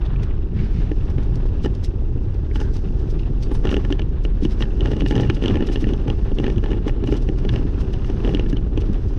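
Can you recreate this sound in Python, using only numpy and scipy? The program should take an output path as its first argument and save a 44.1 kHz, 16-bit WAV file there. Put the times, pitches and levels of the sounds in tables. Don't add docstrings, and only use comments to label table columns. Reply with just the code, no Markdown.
import sys
import numpy as np
from scipy import signal
from scipy.fft import rfft, irfft
from scipy.io import wavfile
from scipy.ndimage import uniform_filter1d, minimum_filter1d

SR = 44100
rng = np.random.default_rng(int(sys.argv[2]) if len(sys.argv) > 2 else 0)


def dump(signal):
    limited = np.clip(np.atleast_2d(signal).T, -1, 1)
    pcm = np.round(limited * 32767).astype(np.int16)
    wavfile.write(sys.argv[1], SR, pcm)


N = 404838
TIME = np.arange(N) / SR
HIT_TIME = TIME[:8192]
LEAD_S = .04


def undb(db):
    return 10 ** (np.asarray(db) / 20)

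def unit(x):
    return x / np.sqrt(np.mean(x ** 2))

def curves(table):
    s, *columns = np.transpose(table)
    return [np.interp(TIME, s, column) for column in columns]

def colour(x, points):
    hz, db = np.transpose(points)
    octave = np.log2(np.maximum(np.arange(len(x) // 2 + 1) * SR / len(x), 1))
    beyond = np.abs(octave - np.clip(octave, np.log2(hz[0]), np.log2(hz[-1])))
    gain = undb(np.interp(octave, np.log2(hz), db) - 30 * beyond)
    return irfft(rfft(x) * gain, len(x))

def fade(t60, t=HIT_TIME):
    return np.exp(-np.log(1000) * t / t60)

def add(track, s, sound):
    i = max(int(s * SR), 0)
    track[i:i + len(sound)] += sound[:max(N - i, 0)]

def ring(modes, spread, scatter_db):
    response = 0
    for hz, db, t60 in modes:
        detune, share = rng.standard_normal(2)
        tone = np.sin(2 * np.pi * hz * (1 + spread * detune) * HIT_TIME)
        response = response + undb(db + scatter_db * share) * fade(t60) * tone
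    return response / np.abs(response).max()

def thud(modes, push_s):
    return (1 - np.exp(-(HIT_TIME / push_s) ** 2)) * ring(modes, spread=.05, scatter_db=3)

def grains(per_s, spread_db):
    size = undb(spread_db * np.minimum(rng.exponential(size=N), 4))
    return unit((rng.random(N) < per_s / SR) * size * rng.standard_normal(N))

def flicker(length, depth_db, span):
    return undb(depth_db * unit(uniform_filter1d(rng.standard_normal(length), span)))

def burst(rise_s, t60, tail_db, tail_t60):
    after = np.maximum(HIT_TIME - LEAD_S, 0)
    rise = np.exp(np.minimum(HIT_TIME - LEAD_S, 0) / rise_s)
    decay = fade(t60, after) + undb(tail_db) * fade(tail_t60, after)
    return rise * decay * rng.standard_normal(len(HIT_TIME))

def steady(x, span_s, share):
    power = uniform_filter1d(x ** 2, int(span_s * SR))
    return unit(x / (power + 1e-9) ** (share / 2))


# frequency in Hz, relative density in dB.
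RUMBLE_SPECTRUM = [(14, -9), (21, -1), (30, 0), (43, -.5), (60, -6.5), (85, -10), (130, -22)]

def rumble():
    noise = colour(rng.standard_normal(N), RUMBLE_SPECTRUM)
    return undb(-18.5) * steady(noise, span_s=0.06, share=0.5)

# start in seconds, length in seconds.
STONY_STRETCHES = [(3.628, 0.12), (4.83, 0.064), (5.117, 0.16), (5.418, 0.14), (5.867, 0.059),
                   (6.403, 0.14), (6.62, 0.17), (7.103, 0.08), (7.515, 0.1), (8.241, 0.084)]

def stony():
    inside = sum(np.clip((TIME - s) / .01, 0, 1) * np.clip((s + length_s - TIME) / .01, 0, 1)
                 for s, length_s in STONY_STRETCHES)
    return uniform_filter1d(inside, size=1200)

# time in seconds, relative level in dB.
GROUND_SHAKE = [(0.0, -37), (0.3, -37.5), (1.48, -34.5), (1.84, -36), (3.4, -33.5), (3.81, -33),
                (4.24, -36.5), (4.88, -31.5), (5.01, -31.5), (5.67, -30.5), (6.26, -33.5), (6.62, -35),
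                (6.77, -32.5), (9.18, -33)]

def shaking_db():
    return curves(GROUND_SHAKE)[0] + 4.5 * stony()

# frequency in Hz, relative density in dB.
DRUMMING_SPECTRUM = [(140, -28.5), (230, 2), (310, 0), (400, 0.5), (470, -8.5), (560, -15.5), (700, -23.5),
                     (810, -19.5), (1000, -32), (1500, -37)]

def drumming():
    response = colour(grains(per_s=1300, spread_db=2), DRUMMING_SPECTRUM)
    return steady(response, span_s=0.38, share=0.089) * undb(shaking_db() + 0.5)

# start in seconds, length in seconds, shudder change in dB.
DIP_HEAVES = [(0.087, 0.21, 5), (0.501, 0.17, 11.5), (0.727, 0.11, 11), (1.04, 0.45, 5.5),
              (2.68, .16, -1.5), (3.08, 0.22, 2.5), (3.76, 0.2, 1), (4.853, 0.48, 3), (5.45, 0.17, 7.5),
              (7.35, 0.35, 4), (8.26, 0.38, 6.5)]
# frequency in Hz, relative density in dB.
SHUDDER_SPECTRUM = [(55, -28), (85, -9), (115, 2.5), (155, -6), (205, -6), (270, -33), (400, -52.5)]

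def shudder():
    level_db = -31.5 + 0.47 * (shaking_db() + 36)
    for s, length_s, db in DIP_HEAVES:
        add(level_db, s, db * np.hanning(int(length_s * SR)))
    surge_db = 1.7 * unit(colour(rng.standard_normal(N), [(3, 0), (9, 0)]))
    noise = colour(rng.standard_normal(N), SHUDDER_SPECTRUM)
    return steady(noise, span_s=0.64, share=0.15) * undb(level_db + surge_db)

def grit_noise(spectrum, patchy_db, span):
    clusters = flicker(N, patchy_db, span)
    grit = unit(grains(per_s=5000, spread_db=1.5) + 1.9 * rng.standard_normal(N))
    return unit(colour(grit * clusters, spectrum))

# time in seconds, relative crunch and sand levels in dB.
LOOSE_COVER = [(0.0, -46.5, -65), (0.54, -53, -68.5), (0.74, -49, -61), (1.76, -51, -63.5),
               (1.94, -54.5, -66), (2.48, -54, -65.5), (2.71, -51, -59.5), (3.35, -50, -63),
               (3.81, -47.5, -57.5), (4.01, -52.5, -64.5), (4.19, -52, -67.5), (4.91, -47.5, -57),
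               (5.03, -50.5, -59), (5.78, -47.5, -58), (6.14, -48, -59.5), (6.59, -53.5, -61.5),
               (6.88, -51, -66), (7.31, -50.5, -59.5), (7.8, -48.5, -60.5), (8.05, -48.5, -58.5),
               (8.36, -46, -56.5), (8.59, -51, -64), (8.7, -54.5, -65), (8.85, -47.5, -62),
               (9.18, -52.5, -59.5)]
# frequency in Hz, relative density in dB.
CRUNCH_SPECTRUM = [(400, 13), (800, 11), (1200, 8), (1450, 5.5), (1700, 5), (2150, -1.5), (2900, -1),
                   (3700, -4), (5000, -18)]
SAND_SPECTRUM = [(2000, -14.5), (3600, -6.5), (5000, 0.5), (6300, -3.5), (6900, -14.5), (8200, -14),
                 (9200, -22), (11000, -17.5), (13500, -45.5)]

def tyres():
    crunch_db, sand_db = curves(LOOSE_COVER)
    crunch = grit_noise(CRUNCH_SPECTRUM, patchy_db=3, span=900) * undb(crunch_db + 2.1)
    sand = grit_noise(SAND_SPECTRUM, patchy_db=-0.5, span=2600) * undb(sand_db - 3.2)
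    return (crunch + sand) * undb(5 * stony())

# frequency in Hz, relative density in dB.
CHIP_SPECTRUM = [(800, -6), (1500, 1.5), (2700, 5), (3600, -9.5), (5500, -11), (7000, -23)]

def chips():
    fractures = grains(per_s=70, spread_db=2)
    crack = fade(.014) * rng.standard_normal(len(HIT_TIME))
    cracks = signal.fftconvolve(fractures, crack)[:N]
    return unit(colour(cracks, CHIP_SPECTRUM)) * undb(curves(LOOSE_COVER)[0] - 12.5)

# start in seconds, length in seconds, level at the crest in dB,
# centre frequency in Hz, half-width in octaves.
TYRE_SLIPS = [(0, 0.45, -50.5, 1110, 0.83), (0.047, 0.031, -47, 3530, 0.33),
              (0.157, 0.011, -41, 2350, 0.37), (0.305, 0.013, -46, 1990, 0.44),
              (0.498, 0.25, -47, 1660, 1.65), (0.573, 0.046, -46, 2300, 0.72),
              (0.657, 0.28, -51.5, 2200, 1.4), (2.475, 0.29, -48.5, 1560, 0.42),
              (2.509, 0.011, -44, 2040, 0.44), (3.184, 0.026, -45.5, 2810, 0.93),
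              (4.478, 0.31, -54, 1570, 0.3)]

def slips():
    out = np.zeros(N)
    for s, length_s, db, hz, octaves in TYRE_SLIPS:
        swell = np.hanning(int(length_s * SR))
        band = [(hz / 2 ** octaves, -15), (hz, 0), (hz * 2 ** octaves, -15)]
        rub = unit(colour(rng.standard_normal(len(swell)), band))
        add(out, s, undb(db) * rub * swell)
    return out

# start in seconds, relative level in dB.
RUT_DROPS = [(0.108, -20), (0.188, -21), (0.562, -15), (1.087, -19), (1.159, -12), (1.269, -25),
             (1.485, -15), (2.144, -13.5), (3.143, -20), (3.299, -16.5), (3.399, -21), (3.563, -16.5),
             (4.822, -21), (5.07, -14), (5.281, -13.5), (6.077, -12.5), (6.401, -13), (6.565, -8),
             (7.109, -15), (7.397, -24), (7.542, -16.5), (7.894, -17), (8.463, -16.5)]
# frequency in Hz, relative level in dB, t60 in seconds.
SUSPENSION_MODES = [(96.3, -7.5, 0.14), (120, -1.5, 0.1), (148.6, -10.5, 0.064)]

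def ruts():
    out = np.zeros(N)
    for s, db in RUT_DROPS:
        add(out, s, undb(db + 9) * thud(SUSPENSION_MODES, push_s=0.0063))
    return out

def stray_pebbles(count):
    jitter, brightness = rng.random((2, count))
    s = (np.arange(count) + jitter) / count * TIME[-1]
    sand_db = np.interp(s, TIME, curves(LOOSE_COVER)[1])
    db = sand_db + 5 + 2.5 * rng.standard_normal(count)
    return list(zip(s, db, 3500 + 2000 * brightness, np.full(count, 0.07)))

# time in seconds, relative level in dB,
# emphasised frequency in Hz, t60 in seconds.
PINCHED_STONES = [(0.2323, -41.5, 3000, 0.036), (1.1009, -48.5, 4860, 0.037), (1.3563, -46.5, 5210, 0.037),
                  (1.462, -53, 4930, 0.035), (1.642, -41.5, 3670, 0.071), (1.7497, -47, 3610, 0.031),
                  (1.8462, -35, 5440, 0.043), (2.3446, -49.5, 3440, 0.018), (2.5571, -46, 5140, 0.12),
                  (2.61, -44.5, 5250, 0.18), (2.74, -47.5, 5800, 0.13), (2.7653, -45.5, 5240, 0.063),
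                  (2.995, -50, 5000, 0.036), (3.104, -45.5, 4790, 0.058), (3.4296, -42, 4500, 0.068),
                  (3.5517, -47, 3720, 0.077), (3.71, -43, 4000, 0.2), (3.915, -48, 4200, 0.08),
                  (4.244, -48, 4200, 0.06), (4.4362, -43.5, 3370, 0.13), (4.5166, -44.5, 3300, 0.1),
                  (4.612, -42, 4000, 0.11), (4.914, -45, 4000, 0.046), (5.002, -44, 4000, 0.043),
                  (5.0823, -39.5, 4900, 0.079), (5.108, -39.5, 3510, 0.052), (5.163, -42, 3320, 0.038),
                  (5.21, -40, 3600, 0.035), (5.348, -41, 4360, .05), (5.435, -46, 4000, 0.085),
                  (5.671, -41, 3460, 0.048), (5.7318, -40, 4780, 0.1), (5.811, -42.5, 4600, 0.11),
                  (6.883, -44.5, 3500, 0.086), (7.073, -47, 3470, .07), (7.119, -44.5, 3350, 0.16),
                  (7.1687, -43.5, 3670, 0.045), (7.224, -48, 4500, .05), (7.53, -46, 4000, 0.057),
                  (7.808, -45, 4790, 0.077), (7.9316, -46, 3310, 0.035), (8.4972, -43.5, 3620, 0.04),
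                  (8.808, -46.5, 3400, 0.042), (8.932, -46, 4500, .025)]
# frequency in Hz, gain in dB.
SPRAY_SPECTRUM = [(1800, 3.5), (3600, 1), (4200, -2), (5200, 0), (6200, -3.5), (6900, -11.5), (8000, -12),
                  (9200, -19.5), (10800, -15.5), (12500, -27), (14000, -36)]

def stones():
    sprays = np.zeros(N)
    for s, db, hz, t60 in list(PINCHED_STONES) + stray_pebbles(count=30):
        graininess = flicker(len(HIT_TIME), depth_db=2.7, span=70)
        spray = graininess * burst(rise_s=min(t60 / 6.5, .013), t60=t60, tail_db=-12, tail_t60=.16)
        band = [(hz / 4, -10), (hz, 0), (hz * 4, -3)]
        add(sprays, s + 0.0014 - LEAD_S, undb(db + 4.5) * colour(spray, band))
    return colour(sprays, SPRAY_SPECTRUM)

# time in seconds, relative level in dB, favoured frequency in Hz.
BUMP_STRIKES = [(0.549, -28.5, 205), (0.619, -19.5, 215), (1.644, -15.5, 266), (3.515, -19, 372),
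                (3.904, -12, 301), (4.425, -12.5, 230), (4.451, -13, 283), (4.964, -25, 277),
                (5.04, -14, 237), (5.206, -15, 277), (5.564, -10.5, 316), (5.825, -14.5, 215),
                (5.871, -15.5, 232.8), (5.924, -13, 210), (6.064, -14.5, 312), (6.317, -26, 266),
                (6.563, -15, 194), (6.63, -20, 400), (7.087, -14.5, 215), (7.45, -17, 201),
                (7.54, -16, 205), (7.579, -18.5, 264), (7.652, -16, 345), (8.278, -16, 290),
                (8.295, -16, 200), (8.46, -24, 200), (8.529, -16.5, 256), (8.891, -15, 202)]
# frequency in Hz, relative level in dB, t60 in seconds.
FRAME_MODES = [(119, -5, 0.14), (163, -22.5, 0.016), (216.8, -4, 0.13), (281, 7.5, 0.052),
               (330.7, -3.5, 0.08), (388, -5.5, 0.12), (430, -33, 0.015)]

def bumps():
    out = np.zeros(N)
    for s, db, favoured_hz in BUMP_STRIKES:
        modes = [(hz, mode_db - 8 * abs(np.log2(hz / favoured_hz)), t60)
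                 for hz, mode_db, t60 in FRAME_MODES]
        add(out, s - .002, undb(db + 9.5) * thud(modes, push_s=0.0029))
    return out

def blow(x, db):
    return x * undb(db) * np.sqrt(.01 * SR / np.sum(x ** 2))

def muffle(x):
    return signal.sosfilt(signal.butter(4, 4500, fs=SR, output="sos"), x)

def struck(modes, contact_t60, chafe_db):
    contact = burst(rise_s=.0009, t60=contact_t60, tail_db=-30, tail_t60=.045)
    contact[int(LEAD_S * SR)] += 5
    chafe = undb(chafe_db) * burst(rise_s=.004, t60=.03, tail_db=-14, tail_t60=.09)
    response = ring(modes, spread=.015, scatter_db=2)
    return muffle(signal.fftconvolve(contact + chafe, response)[:len(HIT_TIME)])

# time in seconds, then relative levels in dB
MOUNT_HITS = [(0.9172, -20.5, -40, -45, -57.5), (1.1838, -24, -41, -49, -60),
              (1.6487, -21.5, -36, -37.5, -53), (1.6608, -17, -33.5, -41.5, -45),
              (2.5591, -25, -36.5, -37, -52), (2.6032, -25, -49, -42, -47.0), (2.616, -24, -36.5, -52, -55),
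              (3.5174, -25, -38, -52, -57.5), (3.6541, -17, -33, -41, -45),
              (3.6729, -28, -31.5, -34.5, -50.5), (3.6928, -29.0, -38, -33.5, -52.0),
              (3.7154, -23.0, -37, -35, -51), (3.7284, -17.5, -32, -45.5, -51.5),
              (3.7435, -17.5, -37.5, -30.5, -47), (3.768, -20.5, -34, -33, -47),
              (3.778, -21, -43, -49, -57.0), (3.851, -27.5, -36.5, -46, -52),
              (3.9054, -21, -37.5, -44, -54), (3.926, -22.5, -41, -28.5, -43.5),
              (3.9955, -28, -37.5, -35, -52), (4.0197, -30, -49, -39, -55), (4.252, -23.5, -40, -35, -56),
              (4.452, -15, -39.5, -33.5, -48), (4.608, -20.5, -36, -37, -50), (4.625, -36, -32, -28.5, -45),
              (4.6366, -32, -38, -56, -59.5), (4.8082, -35, -44, -32, -51), (4.818, -22, -44.0, -50, -63.0),
              (4.859, -22, -30, -41, -46), (4.8735, -31.0, -36.5, -41, -57), (4.8853, -20, -41, -56, -60),
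              (4.9178, -18.5, -39.5, -39, -59), (4.9347, -24, -36, -45, -60), (4.968, -22, -41.0, -42, -51),
              (5.0084, -28, -43, -32.5, -50.5), (5.0212, -18, -37, -40, -55.5),
              (5.063, -38, -33.5, -32, -53), (5.1109, -17.5, -33, -34, -52),
              (5.1249, -24.0, -35, -47.0, -55), (5.1554, -28, -37, -33.5, -43),
              (5.1646, -18.0, -30.5, -47, -47.5), (5.1802, -21, -33.5, -37, -48.0),
              (5.2, -19, -32, -35, -50.0), (5.2181, -21, -37, -51, -52), (5.234, -25, -32, -38, -61.0),
              (5.251, -21, -39.0, -49, -61.5), (5.3008, -17, -31, -26, -43.5),
              (5.3693, -24, -39, -42, -59.5), (5.4249, -19.5, -37.5, -37, -56),
              (5.4397, -18.5, -37, -36, -53), (5.4496, -40, -48, -45.0, -57.5),
              (5.4598, -17, -44, -26, -44), (5.4685, -31, -43.5, -56, -63.5),
              (5.4824, -28, -46, -28, -42.5), (5.5, -18, -42, -38, -65), (5.51, -21.5, -40, -48, -61.5),
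              (5.5443, -22.0, -38, -51.5, -56.5), (5.5572, -19.5, -38, -35, -50),
              (5.5718, -21, -33, -48.5, -57.0), (5.6078, -18.5, -35, -42, -54),
              (5.6253, -16.5, -34, -38, -59.0), (5.6898, -35, -39, -41.5, -63.5),
              (5.6997, -22, -48, -50, -66), (5.7596, -23.5, -40, -30.5, -51), (5.7742, -23, -46, -48, -61),
              (5.8434, -27, -36, -38.5, -63.5), (5.8708, -24, -48, -45, -62.5),
              (5.8912, -38, -43, -42, -57), (5.9366, -24, -38.5, -39.5, -49.5),
              (6.0817, -25.5, -31, -41, -48), (6.1018, -22.5, -36, -33, -48),
              (6.3187, -22.5, -44, -49, -74), (6.3869, -22, -42, -32.5, -51), (6.4008, -18, -36, -43, -51),
              (6.4428, -22.5, -30.5, -36.5, -49), (6.467, -22.5, -38.5, -34, -56),
              (6.481, -18, -36.5, -48, -53.5), (6.5019, -33, -38, -43, -51), (6.562, -31, -43.5, -50, -62),
              (6.5822, -28.5, -46.5, -41, -52), (6.641, -21.5, -36.5, -43, -53),
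              (6.661, -42, -38, -39, -65), (6.7068, -33, -49, -45.0, -54.0), (6.7174, -22.5, -41, -43, -51),
              (6.733, -28, -36, -47, -58.5), (6.8682, -18, -45, -57, -60), (6.881, -25.5, -30, -36.5, -47),
              (6.896, -31, -35, -43, -56), (7.0406, -21, -39, -44, -54), (7.0753, -32, -42.0, -37, -53.0),
              (7.0909, -23, -38, -51, -56), (7.1255, -17, -32.5, -44, -54), (7.1422, -23, -40, -46.5, -54),
              (7.1583, -43, -48, -49.5, -60), (7.29, -19, -40, -42, -51), (7.451, -22.5, -40, -44, -53),
              (7.493, -39.0, -44, -30, -48), (7.5393, -23.5, -41.0, -45, -54.0),
              (7.5614, -28, -37, -36, -50), (7.94, -32, -46, -40.5, -56.5), (8.0473, -44, -45, -43.5, -55),
              (8.1007, -20.5, -49, -48, -51), (8.2486, -19, -39.5, -37, -58), (8.2768, -18, -43, -42, -59),
              (8.2933, -21, -36, -42, -60), (8.339, -22, -48.5, -46, -63), (8.3488, -17, -40, -28, -44),
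              (8.3719, -40.5, -42.0, -43, -64.0), (8.3966, -20, -36.5, -33.5, -50),
              (8.4635, -27.5, -43, -49, -66), (8.5298, -21.5, -39, -44, -52.5),
              (8.5703, -36, -47, -36.5, -55), (8.7767, -17.5, -40.0, -36, -49.5),
              (8.8204, -23.5, -48, -46, -57)]
# frequency in Hz, relative level in dB, t60 in seconds.
BODY_MODES = [(487, -1, 0.04), (593, -2.5, 0.045), (831, 0.5, 0.037), (1055, -1.5, 0.011),
              (1393, -1.5, 0.013), (1768, 3, .016), (2260, -6, 0.0065)]
MOUNT_MODES = [(1770, -9, 0.03), (2300, -11.5, 0.0023), (2890, 3, 0.021), (2962, 7.5, 0.014),
               (3240, -2, 0.015), (3650, -19.5, 0.0023)]
# frequency in Hz, relative density in dB.
EDGE_SPECTRUM = [(3000, -5), (3600, -1.5), (4200, -10.5), (5200, 1), (6100, 3.5), (7000, -12.5),
                 (8200, -13.5), (9200, -27.5), (11000, -30.5), (13000, -51)]

def clacks():
    out = np.zeros(N)
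    damped = [(hz, db, t60 * 0.86) for hz, db, t60 in FRAME_MODES]
    for s, thud_db, knock_db, ring_db, edge_db in MOUNT_HITS:
        add(out, s - .002, blow(thud(damped, push_s=0.0015), thud_db))
        knock = struck(BODY_MODES, contact_t60=0.0034, chafe_db=-10)
        add(out, s - .0007 - LEAD_S, blow(knock, knock_db + 2))
        ringing = struck(MOUNT_MODES, contact_t60=0.0046, chafe_db=-13.5)
        add(out, s - .0005 - LEAD_S, blow(ringing, ring_db - 0.5))
        snap = burst(rise_s=.001, t60=.007, tail_db=-17, tail_t60=.04)
        add(out, s - .0004 - LEAD_S, blow(colour(snap, EDGE_SPECTRUM), edge_db - 3))
    return out

# start in seconds, peak level in dB,
# frequency in Hz, t60 in seconds, gain of the jingle in dB.
METAL_PARTIALS = [(1.846, -42, 5400, .06, -47), (3.429, -44.5, 4620, .11, -47),
                  (3.427, -47, 4380, .06, -52), (3.429, -47, 3740, .07, -54), (3.43, -65, 7800, .2, -62),
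                  (3.538, -55, 8963, .2, -51), (3.516, -69, 9437, .1, -49)]

def metal_pings():
    out = np.zeros(N)
    for s, db, hz, t60, jingle_db in METAL_PARTIALS:
        tone = fade(t60) * np.sin(2 * np.pi * hz * HIT_TIME)
        noise = fade(t60) * rng.standard_normal(len(HIT_TIME))
        jingle = colour(noise, [(hz / 1.4, -14), (hz, 0), (hz * 1.3, -14)])
        add(out, s, undb(db) * tone + undb(jingle_db) * jingle)
    return out

def chatter(threshold_db=-33.5):
    drive = np.maximum(curves(GROUND_SHAKE)[0] - threshold_db, 0) + 2.2 * stony() + 1e-6
    out = np.zeros(N)
    for modes in (MOUNT_MODES, BODY_MODES) * 2:
        taps = grains(per_s=600, spread_db=1.5) * drive
        response = ring(modes, spread=.04, scatter_db=.5)
        out += unit(signal.oaconvolve(taps, response)[:N])
    return undb(-56) * unit(muffle(out))

def scene():
    rolling = rumble() + drumming() + shudder() + tyres() + chips() + slips()
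    impacts = ruts() + stones() + bumps() + clacks() + metal_pings() + chatter()
    return (rolling + impacts)[None]

def record(dry):
    ceiling, top_hz = undb(-5.8), 14500
    gain = minimum_filter1d(ceiling / np.maximum(np.abs(dry), ceiling), size=400)
    limited = dry * uniform_filter1d(gain, size=400)
    return signal.sosfilt(signal.ellip(8, .2, 70, top_hz, fs=SR, output="sos"), limited)


dry = scene()
out = record(dry)
dump(out)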